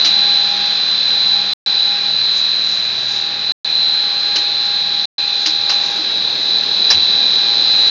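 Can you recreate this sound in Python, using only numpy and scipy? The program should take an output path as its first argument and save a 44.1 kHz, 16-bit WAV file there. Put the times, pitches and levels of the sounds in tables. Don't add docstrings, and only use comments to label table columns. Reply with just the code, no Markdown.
import sys
import numpy as np
from scipy import signal
from scipy.fft import rfft, irfft, next_fast_len
from scipy.io import wavfile

SR = 44100
rng = np.random.default_rng(int(sys.argv[2]) if len(sys.argv) > 2 else 0)


def log_audio(samples):
    frames = np.atleast_2d(samples).T
    limited = np.clip(frames, -1, 1)
    pcm = np.round(limited * 32767).astype(np.int16)
    wavfile.write(sys.argv[1], SR, pcm)


N = 348390
TIME = np.arange(N) / SR
DRIVE_HZ, SWITCHING_HZ = 19.42, 3999.4
BLADE_HZ, DRONE_HZ, PANEL_HZ, DOOR_HZ = 814.2, 197.7, 317, 88
VOICE_BAND_HZ, RECORDER_RATE_HZ, CUTOFF_HZ = 7127, 16000, 15800

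# (time [s], air rush [dB], hall [dB], relative motor hiss [dB])
NOISE_LEVELS = [(0, -59, -27.5, -21), (1, -60, -29.5, -22.5), (2, -58, -30.5, -24),
                (3.4, -46.5, -31.5, -26.5), (4.3, -44.5, -31, -24.5), (4.8, -53.5, -31.5, -24.5),
                (5.55, -44, -33, -24), (5.85, -38, -29.5, -24.5), (6.3, -37.5, -32, -23.5),
                (7.1, -36.5, -30.5, -21.5), (7.9, -39, -28.5, -20.5)]
# (frequency [Hz], relative spectral density [dB])
HALL_SPECTRUM = [(25, -36), (50, -33), (70, -19), (90, -16), (140, -5.5), (260, -6), (500, -3.5), (800, -1),
                 (1150, -3.5), (1650, 2.5), (2050, -1.5), (2500, 3), (3000, 0.5), (7000, -21)]
RUSH_SPECTRUM = [(50, -31), (110, -10), (220, 1.5), (420, 4), (650, 1.5), (1100, -3), (2500, -27),
                 (6000, -40)]
RUSTLE_SPECTRUM = [(1500, -30.5), (3500, 1.5), (5000, 7), (6600, 0), (7500, -12.5)]
CLACK_SPECTRUM = [(100, -33), (310, -13.5), (470, -14), (850, -2.5), (1150, -6), (2100, -5), (2500, 0),
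                  (3300, 0), (4700, 4.5), (5500, -2), (6500, -8.5), (7500, -23.5)]
HISS_SPECTRUM = [(2000, -40.5), (3000, -18.5), (3500, -4.5), (3980, 3.5), (4400, -5), (4800, -7.5),
                 (5150, -11.5), (5400, -17.5), (6000, -19), (6700, -23.5), (7100, -40.5), (7400, -54.5)]
FAINT_SIDEBAND_SPECTRUM = [(2600, -33.5), (3100, -9.5), (3500, -6), (3950, 4), (4400, -0.5), (4800, -5.5),
                           (5400, -11.5), (6500, -40.5)]
# (time [s], relative level [dB])
BLADE_LEVEL = [(0.0, -47.5), (0.18, -37.5), (0.7, -35.5), (0.94, -53), (1.12, -42.3), (2.02, -39),
               (2.36, -57), (3.44, -42.5), (3.6, -48), (3.84, -43), (5.98, -39.5), (6.08, -46), (7.88, -40)]
# (multiple of the blade rate, level [dB])
BLADE_OVERTONES = [(2, -45.5), (3, -43.5)]
# (time [s], relative level [dB])
DRONE_LEVEL = [(0.0, -43.5), (5.4, -50.5), (6.58, -45.5), (7.88, -46)]
# (frequency [Hz], level [dB])
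HUM_TONES = [(98, -62.5), (116.8, -53), (392, -54.5), (1084, -54), (1163, -53), (2530, -51.5),
             (2598, -43.5)]
# (time [s], peak level [dB], half the decay time constant [s])
RUSTLES = [(2.381, -28, 0.016), (2.727, -33.5, 0.061), (3.132, -31, 0.044), (4.66, -37.5, 0.023),
           (5.423, -31, 0.014), (5.868, -31.5, 0.059), (7.808, -36, 0.043)]
# (time [s], level [dB], t60 [s])
KNOCKS = [(0.054, -26, 0.13), (4.365, -27, 0.15), (5.466, -23, 0.18), (5.99, -19, 0.091)]
# (time [s], level [dB], time before decay [s], tilt [dB per octave])
CLACKS = [(0.046, -12.5, 0.0096, 2), (4.356, -14.5, 0.0072, 0), (5.459, -11.5, 0.0034, 3.5),
          (5.694, -14.5, 0.0083, -0.5), (6.908, -13, 0.0085, 0.5)]
# (time [s], relative level [dB])
CATCH_JERKS = [(6.9021, 7), (6.9064, 3), (6.909, 6), (6.913, -7), (6.9207, -9)]
# (frequency [Hz], relative level [dB])
DOOR_MODES = [(590, -33), (1170, -30.5), (1700, -27.5), (1790, -26), (2480, -36), (2890, -27), (3250, -34),
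              (4580, -19), (4760, -19), (4960, -19), (5090, -16), (5230, -21.5), (5540, -20), (5650, -23)]
# (time [s], level [dB], t60 [s])
DOOR_WOBBLE = (6.945, -27.5, .3)
# (time [s], relative microphone speed)
MICROPHONE_PACE = [(0, 1.0), (2.0, 1.1), (2.5, .4), (4.7, 0.4), (5.4, 1.3), (6.7, 1.5), (7.0, .6)]
# (time [s], level [dB])
WHINE_LEVEL = [(0.0, -14.5), (0.38, -12.5), (0.56, -19.5), (1.34, -13), (1.44, -18.5), (1.84, -13),
               (1.96, -18.5), (2.26, -14.5), (3.24, -21.2), (3.36, -26), (3.56, -12), (3.62, -23),
               (3.76, -13.5), (4.12, -17.5), (5.64, -18.5), (5.76, -14), (5.92, -22.5), (6.18, -17.5),
               (6.36, -21.5), (6.56, -13.5), (6.66, -21), (6.86, -12), (7.52, -15), (7.88, -10.5)]
STRONG_ORDERS = {"lowest": -5, "lower": -1, "upper": 1, "highest": 5}
STRONG_BALANCE = {"lowest": -7, "lower": -4.5, "upper": 0, "highest": -5}
STANDING_WAVE_SPOTS = {"lowest": [(0.0, 11, .15), (5.3, -13.5, 0.2), (6.15, 9.5, .2), (7.1, 6, .4)],
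                       "lower": [(1.3, 8.5, 0.1), (2.5, 2, 0.56), (7.15, 10.5, 0.69)],
                       "upper": [(0.45, 9.5, 0.39), (2.85, -17, 0.37), (4.1, -5, 0.32), (6.9, -5.5, .8)],
                       "highest": [(2.8, 5.5, 0.76), (4.2, 8.5, .6), (7.7, 3, 0.25)]}
# (offset from the switching frequency [drive frequencies], relative level [dB])
WEAK_SIDEBANDS = [(-37, -43), (-35, -50.5), (-31, -43), (-29, -49.5), (-25, -40), (-23, -39.5),
                  (-19, -41.5), (-17, -36), (-13, -39.5), (-11, -32), (-7, -41.5), (-3, -30), (3, -30.5),
                  (7, -36), (11, -35.5), (13, -48), (17, -45), (18, -41)]
# (start [s], end [s], edge length [s])
DROPOUTS = [(1.535, 1.6618, .0001), (3.5204, 3.646, .0001), (5.056, 5.181, .002)]


def from_db(db):
    return 10 ** (np.asarray(db) / 20)


def unit_power(x):
    return x / np.sqrt(np.mean(np.abs(x) ** 2) + 1e-20)


def in_time(rows):
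    times, *columns = np.transpose(rows)
    return [np.interp(TIME, times, column) for column in columns]


def drift(rate_hz):
    pole = np.exp(-2 * np.pi * rate_hz * 100 / SR)
    white = rng.standard_normal(N // 100 + 2002)
    return unit_power(signal.lfilter([1], [1, -2 * pole, pole * pole], white)[2000:])


def multipath_gain(scatter, rate_hz):
    field = unit_power(1 + scatter * (drift(rate_hz) + 1j * drift(rate_hz)))
    times = np.linspace(0, TIME[-1], len(field))
    travelled = np.cumsum(np.interp(times, *np.transpose(MICROPHONE_PACE)))
    at_microphone = np.interp(travelled / travelled[-1], np.linspace(0, 1, len(field)), field)
    return np.interp(TIME, times, at_microphone)


def tone(hz, scatter, rate_hz, spread_cycles=1):
    paths = multipath_gain(scatter, rate_hz)
    phase = 2 * np.pi * (hz * TIME + spread_cycles * rng.random())
    return np.sqrt(2) * (paths * np.exp(1j * phase)).real


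def coloured(spectrum, tilt_db=0, spiky_db=0, half_width_hz=None):
    hz, level_db = np.transpose(spectrum)
    size = next_fast_len(N, True)
    bin_hz = np.maximum(np.arange(size // 2 + 1) * SR / size, 1)
    shape = from_db(np.interp(np.log2(bin_hz), np.log2(hz), level_db + tilt_db * np.log2(hz)))
    shape *= bin_hz < RECORDER_RATE_HZ / 2
    if half_width_hz:
        off_line_hz = (bin_hz - SWITCHING_HZ) % (2 * DRIVE_HZ) - DRIVE_HZ
        shape /= 1 + (off_line_hz / half_width_hz) ** 2
    grains = rng.standard_normal(size)
    if spiky_db:
        grains *= from_db(spiky_db * np.minimum(rng.exponential(1, size), 5))
    return unit_power(irfft(rfft(grains) * shape, size)[:N])


def ring(impulses, hz, t60):
    radius, angle = from_db(-60 / (t60 * SR)), 2 * np.pi * hz / SR
    return signal.lfilter([0, np.sin(angle)], [1, -2 * radius * np.cos(angle), radius ** 2],
                          impulses + 1e-18)


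def thud(hz, start, level_db, t60, rise_s=0.0087):
    age = np.maximum(TIME - start, 0)
    envelope = (1 - np.exp(-age / rise_s)) * from_db(level_db - 60 * age / t60)
    return envelope * np.sin(2 * np.pi * hz * age)


def air():
    rush_db, hall_db, _ = in_time(NOISE_LEVELS)
    return from_db(rush_db) * coloured(RUSH_SPECTRUM) + from_db(hall_db) * coloured(HALL_SPECTRUM)


def fans_and_motors():
    (blade_db,), (drone_db,) = in_time(BLADE_LEVEL), in_time(DRONE_LEVEL)
    blades = from_db(blade_db + 2.86) * tone(BLADE_HZ, scatter=0.23, rate_hz=8.9)
    shallow_fade = from_db(0.3 * (blade_db - blade_db.mean()))
    overtones = sum(from_db(db) * tone(np.round(multiple) * BLADE_HZ, scatter=1.0, rate_hz=9.7)
                    for multiple, db in BLADE_OVERTONES)
    drone = from_db(drone_db - 1.2) * tone(DRONE_HZ, scatter=0.2, rate_hz=2.4)
    hum = sum(from_db(db) * tone(hz, scatter=0.82, rate_hz=4.1) for hz, db in HUM_TONES)
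    return blades + shallow_fade * overtones + drone + hum


def rustles():
    envelope = sum(from_db(db) * np.exp(-np.abs(TIME - peak) / (2 * half)) for peak, db, half in RUSTLES)
    return envelope * coloured(RUSTLE_SPECTRUM, spiky_db=3.5)


def knocks():
    return sum(thud(PANEL_HZ, *knock) for knock in KNOCKS) + thud(DOOR_HZ, *DOOR_WOBBLE)


def clacks(rise_s=0.0015, crack_t60=0.1, tail_t60=0.23, tail_share=0.55):
    out = np.zeros(N)
    for start, level_db, length, tilt_db in CLACKS:
        age = TIME - start
        attack = np.clip(age / rise_s, 0, 1)
        fall = -np.log(1000) * np.clip(age - length, 0, 1)
        decay = (1 - tail_share) * np.exp(fall / crack_t60) + tail_share * np.exp(fall / tail_t60)
        out += from_db(level_db) * attack * decay * coloured(CLACK_SPECTRUM, tilt_db, spiky_db=4.0)
    return out


def door_catch(t60=0.058):
    jerk_times, jerk_db = np.transpose(CATCH_JERKS)
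    onsets = (jerk_times * SR).astype(int)
    out = np.zeros(N)
    for hz, mode_db in DOOR_MODES:
        jerks = np.zeros(N)
        jerks[onsets] = from_db(jerk_db + mode_db) * rng.choice([-1, 1], len(onsets))
        out += ring(jerks, hz, t60)
    return out


def motor_hiss(throb_depth=0.049, hiss_db=-1.0, faint_db=-4.0):
    _, _, level_db = in_time(NOISE_LEVELS)
    pull = 1 + throb_depth * np.cos(2 * np.pi * 4 * DRIVE_HZ * TIME)
    sidebands = from_db(faint_db) * coloured(FAINT_SIDEBAND_SPECTRUM, half_width_hz=1.8)
    hiss = from_db(hiss_db) * coloured(HISS_SPECTRUM)
    return from_db(level_db) * pull * (hiss + sidebands)


def standing_wave_db(name):
    return sum(db * np.exp(-((TIME - centre) / half_width) ** 2)
               for centre, db, half_width in STANDING_WAVE_SPOTS[name])


def inverter_whine(spread_cycles=0.4, shielding_share=0.8):
    whine_db, = in_time(WHINE_LEVEL)
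    strong, power = 0, 0
    for name, order in STRONG_ORDERS.items():
        paths = multipath_gain(scatter=0.41, rate_hz=2.7)
        gain = from_db(STRONG_BALANCE[name] + standing_wave_db(name)) * paths
        cycles = (SWITCHING_HZ + order * DRIVE_HZ) * TIME + spread_cycles * rng.random()
        strong += gain * np.exp(2j * np.pi * cycles)
        power += np.abs(gain) ** 2
    strong = from_db(whine_db) * np.sqrt(2 / power) * strong.real
    weak = 0
    for order, db in WEAK_SIDEBANDS:
        hz = SWITCHING_HZ + np.round(order) * DRIVE_HZ
        weak += from_db(db + 0.6) * tone(hz, scatter=0.5, rate_hz=2.4, spread_cycles=0.85)
    _, _, hiss_db = in_time(NOISE_LEVELS)
    return strong + from_db(shielding_share * (hiss_db - hiss_db.mean())) * weak


def scene():
    continuous = inverter_whine() + motor_hiss() + fans_and_motors() + air()
    return (continuous + clacks() + rustles() + door_catch() + knocks())[None]


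def record(dry, image_db=-21, image_hz=9100):
    clipped = np.clip(dry, -0.85, 0.85)
    narrow = signal.sosfilt(signal.ellip(10, 0.3, 80, VOICE_BAND_HZ, fs=SR, output="sos"), clipped)
    mirrored = narrow * 2 * np.cos(2 * np.pi * RECORDER_RATE_HZ * TIME)
    image_band = signal.butter(4, [image_hz - 450, image_hz + 450], "band", fs=SR, output="sos")
    image = from_db(image_db) * signal.sosfilt(image_band, mirrored)
    gate = np.clip((TIME[-1] - TIME) / 0.002, 0, 1)
    for start, end, edge in DROPOUTS:
        gate *= np.clip(np.maximum(start - TIME, TIME - end) / edge, 0, 1)
    lowpass = signal.ellip(8, 0.1, 70, CUTOFF_HZ, fs=SR, output="sos")
    return signal.sosfilt(lowpass, (narrow + image) * gate)


dry = scene()
out = record(dry)
log_audio(out)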